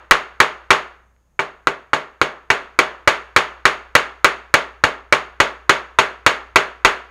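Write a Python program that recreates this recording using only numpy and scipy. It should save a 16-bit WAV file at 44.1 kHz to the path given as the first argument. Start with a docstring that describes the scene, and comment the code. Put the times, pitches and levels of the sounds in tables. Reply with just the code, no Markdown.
"""A steel hammer taps a leaf between paper towels on a mat over a hard table, in a small bare room.
Each blow is a short force pulse that rings the table top, a few room modes and a diffuse noise tail.
The towels add a bright fizz, a low thump reaches the microphone through the table, and one faint
tick falls in a pause. Mains hum and a faint hiss with rumble lie under it all.
The close microphone has a treble resonance and flattens peaks that exceed its range."""
import sys
import numpy as np
from scipy import signal
from scipy.io import wavfile

SR = 44100
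rng = np.random.default_rng(int(sys.argv[2]) if len(sys.argv) > 2 else 0)


def to_wav(s):
    """Save 16-bit WAV."""
    ch = np.atleast_2d(s).T  # columns
    pcm = np.round(np.clip(ch, -1, 1) * 32767)  # PCM
    wavfile.write(sys.argv[1], SR, pcm.astype(np.int16))


N = 313110
LEAD, ANSWER_LENGTH = SR // 4, SR   # run-in before time zero, one answer of room or paper [samples]
CONTACT_HZ = 5190   # low-pass corner shared by the blow force and the paper fizz

# Hammer blows; the one before time zero is heard only as a dying tail. Treble tells how hard the contact is.
# (time [s], relative strength [dB], relative treble [dB])
BLOWS = [(-.19, 1, 0.8), (0.11, 1.05, 4.5), (0.402, 1, 3), (0.705, 2.5, 3.5), (1.3918, 2.1, -2),
         (1.6714, 1.35, -2.5), (1.9326, 2.5, 0), (2.2148, 2.45, -0.5), (2.5019, 1.45, 2.5),
         (2.7895, 0.7, 1.5), (3.075, -1.9, 4.5), (3.3627, -1.64, 4.5), (3.6533, -2, 4), (3.952, -3, 5.5),
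         (4.2446, -2.5, 4), (4.54, -2.8, 3.5), (4.8383, -3, 0.5), (5.1248, -3, 2.5), (5.4013, -2.4, 2.5),
         (5.6942, -2, 3.5), (5.987, -2, 3), (6.2635, -3, 5.5), (6.5587, -1.7, 3.4), (6.848, -1.4, 4.5)]


def from_db(db):
    """Amplitude ratio: 20 dB make a factor of ten."""
    return 10 ** (np.asarray(db) / 20)


def rms_one(x):
    """Normalisation: division by the root mean square gives unit rms."""
    return x / np.sqrt(np.mean(x ** 2) + 1e-20)


def at_hz(rows, hz):
    """Spectral interpolation: table columns are read at a frequency on a logarithmic axis."""
    log_hz = np.log(np.array(rows)[:, 0])
    return [np.interp(np.log(hz), log_hz, column) for column in np.transpose(rows)[1:]]


def ring(clicks, hz, t60):
    """Damped resonator: a unit click excites a decaying sine of initial height 1."""
    radius, angle = from_db(-60 / (t60 * SR)), 2 * np.pi * hz / SR
    feedback = [1, -2 * radius * np.cos(angle), radius * radius]
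    return signal.lfilter([0, np.sin(angle)], feedback, clicks + 1e-18)


def bands(shape):
    """Filter bank: white noise is split into third-octaves, with neighbours uncorrelated."""
    edges = 28 * 2 ** (np.arange(29) / 3)   # Hz
    white = rng.standard_normal((2, *shape))
    for k, (low, high) in enumerate(zip(edges, edges[1:])):
        sos = signal.butter(2, [low, high], "band", fs=SR, output="sos")
        yield np.sqrt(low * high), signal.sosfilt(sos, white[k % 2])


def background():
    """Stationary noise: random hiss and rumble keep a fixed spectrum and level."""
    # Noise spectrum: (frequency [Hz], relative level per hertz [dB])
    hiss_spectrum = [(28, 9), (50, -19), (100, -6), (300, -19.5), (900, -21.5), (4200, -39), (9000, -40.5),
                     (16000, -44.5)]
    noise = sum(from_db(at_hz(hiss_spectrum, hz)[0]) * band for hz, band in bands((N,)))
    return from_db(-64.5) * rms_one(noise)   # rms level in dB


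def hum():
    """Amplitude modulation: a slow random waver, in decibels, scales a mains-frequency sine."""
    hum_hz, rms_db, waver_db = 60.3, -52.5, 1.2
    t = np.arange(N) / SR
    waver = np.interp(t, np.linspace(0, t[-1], 60), rng.standard_normal(60))
    amplitude = np.sqrt(2) * from_db(rms_db + waver_db * waver)
    return amplitude * np.sin(2 * np.pi * (hum_hz * t + rng.random()))


def tick():
    """Impulse response: one click excites a strongly damped resonance, heard as a dry tick."""
    # Faint tick in the pause: (time [s], level [dB], frequency [Hz], t60 [s])
    tick_event = (1.1644, -48, 2000, .003)
    s, db, hz, t60 = tick_event
    click = np.arange(N) == round(s * SR)
    return ring(from_db(db) * click, hz, t60)


def paper():
    """Enveloped noise: as the towels spring back, a bright fizz swells and dies after each blow."""
    level_db, spread_db = -40, 2.5
    rise_s, t60_s = .009, .17
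    s, strength_db, _ = np.transpose(BLOWS)
    since = np.arange(ANSWER_LENGTH) / SR
    swell = (1 - np.exp(-since / rise_s)) ** 2 * from_db(-60 * since / t60_s)
    starts = np.zeros(N + LEAD)
    spread = rng.normal(0, spread_db, len(s))
    starts[np.round(s * SR).astype(int) + LEAD] = from_db(level_db + strength_db + spread)
    fizz = signal.lfilter(*signal.butter(2, 3800, "high", fs=SR), rng.standard_normal(N + LEAD))
    fizz = signal.lfilter(*signal.butter(1, CONTACT_HZ, fs=SR), fizz)
    return signal.fftconvolve(starts, swell)[:N + LEAD] * fizz


def forces(weights):
    """Contact force: one short weighted push per blow; a harder contact carries more treble."""
    s, strength_db, treble_db = np.transpose(BLOWS)
    at = np.round(s * SR).astype(int) + LEAD
    push, extra = np.zeros((2, N + LEAD))
    push[at] = weights * from_db(strength_db)
    extra[at] = push[at] * (from_db(treble_db) - 1)
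    push += signal.lfilter(*signal.butter(1, 1520, "high", fs=SR), extra)   # treble shelf, corner in Hz
    return -signal.lfilter(*signal.butter(2, CONTACT_HZ, fs=SR), push)


def struck(modes, gain_db, spread_db=4.5):
    """Modal superposition: each blow excites every mode at a slightly different level."""
    spread = rng.normal(0, spread_db, (len(BLOWS), len(modes)))
    total = 0
    for k, (hz, db, t60) in enumerate(modes):
        sign = (-1) ** k   # neighbouring modes start in opposite directions
        total = total + sign * ring(forces(from_db(db + gain_db + spread[:, k])), hz, t60)
    return total


def diffuse_tail(count=5):
    """Reverberation as convolution: each blow excites a fixed noise answer and a share of changing ones."""
    # Tail spectrum: (frequency [Hz], relative level per hertz [dB])
    tail_spectrum = [(40, -19), (100, -27.5), (200, -15.5), (290, -14.5), (400, -4), (800, -5.5),
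                     (1300, -2), (1890, -5), (2993, -10.5), (4210, -16), (5800, -29), (8000, -23.5),
                     (11000, -24), (16000, -32)]
    # How the tail dies: (frequency [Hz], t60 [s], early scatter relative to the tail [dB])
    tail_decay = [(100, 0.12, 0), (222, 0.36, -2), (500, 0.32, -2), (1210, .35, 3), (2980, 0.25, 8),
                  (6030, 0.19, 8.5), (14000, 0.22, 10.5)]
    tail_db = 3.5
    clatter_t60_s = 0.074   # dense early scatter from the table and the things on it
    slow_db, slow_times = -16.5, 2.08   # a fainter part rings this many times longer
    build_s, build_octave_s = 0.00067, 0.00083   # build-up up to 1 kHz, extra per octave above
    new_share = 0.72   # amplitude share that changes as the hammer moves about
    t, answers = np.arange(ANSWER_LENGTH) / SR, 0
    for hz, noise in bands((count, ANSWER_LENGTH + LEAD)):
        t60, clatter_db = at_hz(tail_decay, hz)
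        build = build_s + build_octave_s * max(np.log2(hz / 1000), 0)
        clatter = from_db(clatter_db - 60 * t / clatter_t60_s)
        slow = from_db(slow_db - 60 * t / (slow_times * t60))
        dying = np.hypot(from_db(-60 * t / t60), slow)
        envelope = np.hypot(dying, clatter) * (1 - np.exp(-t / build))
        gain = from_db(at_hz(tail_spectrum, hz)[0] + tail_db)
        answers = answers + gain * envelope * noise[:, LEAD:]
    mix = rng.standard_normal((len(BLOWS), count))
    mix[:, 0] = 0
    mix *= new_share / np.linalg.norm(mix, axis=1, keepdims=True)
    mix[:, 0] = np.sqrt(1 - new_share ** 2)   # the fixed answer keeps the rest of the power
    return sum(signal.fftconvolve(forces(mix[:, k]), answers[k])[:N + LEAD] for k in range(count))


def room_modes(hardness_db):
    """Modal resonance: room and furniture ring out of the tail, and soft contacts excite them more."""
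    # Standing resonances: (frequency [Hz], relative level [dB], t60 [s])
    resonances = [(152, -15.5, 0.28), (279, -14, 0.26), (396, -1.5, 0.18), (485, -13, 0.15),
                  (558, -10.5, 0.1), (623.7, -6.5, 0.28), (874, 2, 0.16), (901, -4, 0.12), (1103, -7, 0.32),
                  (1580, -10.5, 0.049), (2370, -7.5, 0.011)]
    return struck(resonances, -16.5 - 0.6 * hardness_db, spread_db=1.64)   # dB per dB of treble


def thump(hardness_db):
    """Structure-borne sound: the blow shakes the microphone through the table, more when hard."""
    # Low shaking modes: (frequency [Hz], relative level [dB], t60 [s])
    shaking_modes = [(35, -32.5, 0.15), (86, -21, 0.058)]
    return struck(shaking_modes, hardness_db)   # 1 dB per dB of treble


def knock(hardness_db):
    """Modal radiation and reflection: the table top rings briefly and delayed copies return."""
    # Table top under the hammer: (frequency [Hz], relative level [dB], t60 [s])
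    table_modes = [(569.4, -3.5, 0.025), (937, 0, 0.016), (1353.4, 14.5, 0.0067), (1788, 0.5, .02),
                   (1938, 1, 0.027), (2286, 1.5, 0.022), (2520, -3.5, 0.01)]
    # First echoes from walls and ceiling: (delay [s], level relative to the direct knock [dB])
    echo_paths = [(.004, -25.5), (.0065, -17.5), (0.0101, -13), (0.012, -22.5), (0.031, -30.5),
                  (0.043, -28)]
    ringing = struck(table_modes, 0.67 * hardness_db)   # hard contacts knock louder against the room
    # the padded face presses for about a third of a millisecond
    direct = signal.lfilter(*signal.butter(2, 2200, fs=SR), ringing)
    # the table top is too small to send out deep tones
    direct = signal.lfilter(*signal.butter(2, 287, "high", fs=SR), direct)
    out = direct.copy()
    for delay, db in echo_paths:
        lag = round(delay * SR)
        out[lag:] += from_db(db) * direct[:-lag]
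    return out


def scene():
    """Linear superposition: blows, room and hum share one slow level; tick and background stay apart."""
    # The level drops, then creeps back: (time [s], level [dB])
    slow_level = [(0, -3), (0.761, -2), (.88, -3.5), (1.352, -10.5), (2.3, -7.5), (3.2, -0.5), (7.1, 0.5)]
    treble_db = np.array(BLOWS)[:, 2]
    hardness_db = treble_db - np.mean(treble_db)
    room = room_modes(hardness_db) + diffuse_tail()
    blows = knock(hardness_db) + room + paper() + thump(hardness_db)
    level = from_db(np.interp(np.arange(N) / SR, *np.transpose(slow_level)))
    return (level * (blows[LEAD:] + hum()) + tick() + background())[None]


def record(dry):
    """Resonance and saturation: the capsule lifts a treble band, overload flattens peaks, treble is cut."""
    # Capsule resonance: (frequency [Hz], width [Hz], gain at the peak [dB])
    capsule_peak = (6560, 300, 13.6)
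    full_scale, knee = .95, 72   # overload ceiling, sharpness of its corner
    hz, width_hz, db = capsule_peak
    r = np.exp(-np.pi * width_hz / SR)
    feedback = [1, -2 * r * np.cos(2 * np.pi * hz / SR), r * r]
    peak = signal.lfilter([(1 - r * r) / 2, 0, (r * r - 1) / 2], feedback, dry)
    x = (dry + (from_db(db) - 1) * peak) / full_scale
    flat = full_scale * x / (1 + np.abs(x) ** knee) ** (1 / knee)
    # treble cut: 75 dB down from 16.7 kHz upward
    return signal.sosfilt(signal.cheby2(14, 75, 16700, fs=SR, output="sos"), flat)


dry = scene()
out = record(dry)
to_wav(out)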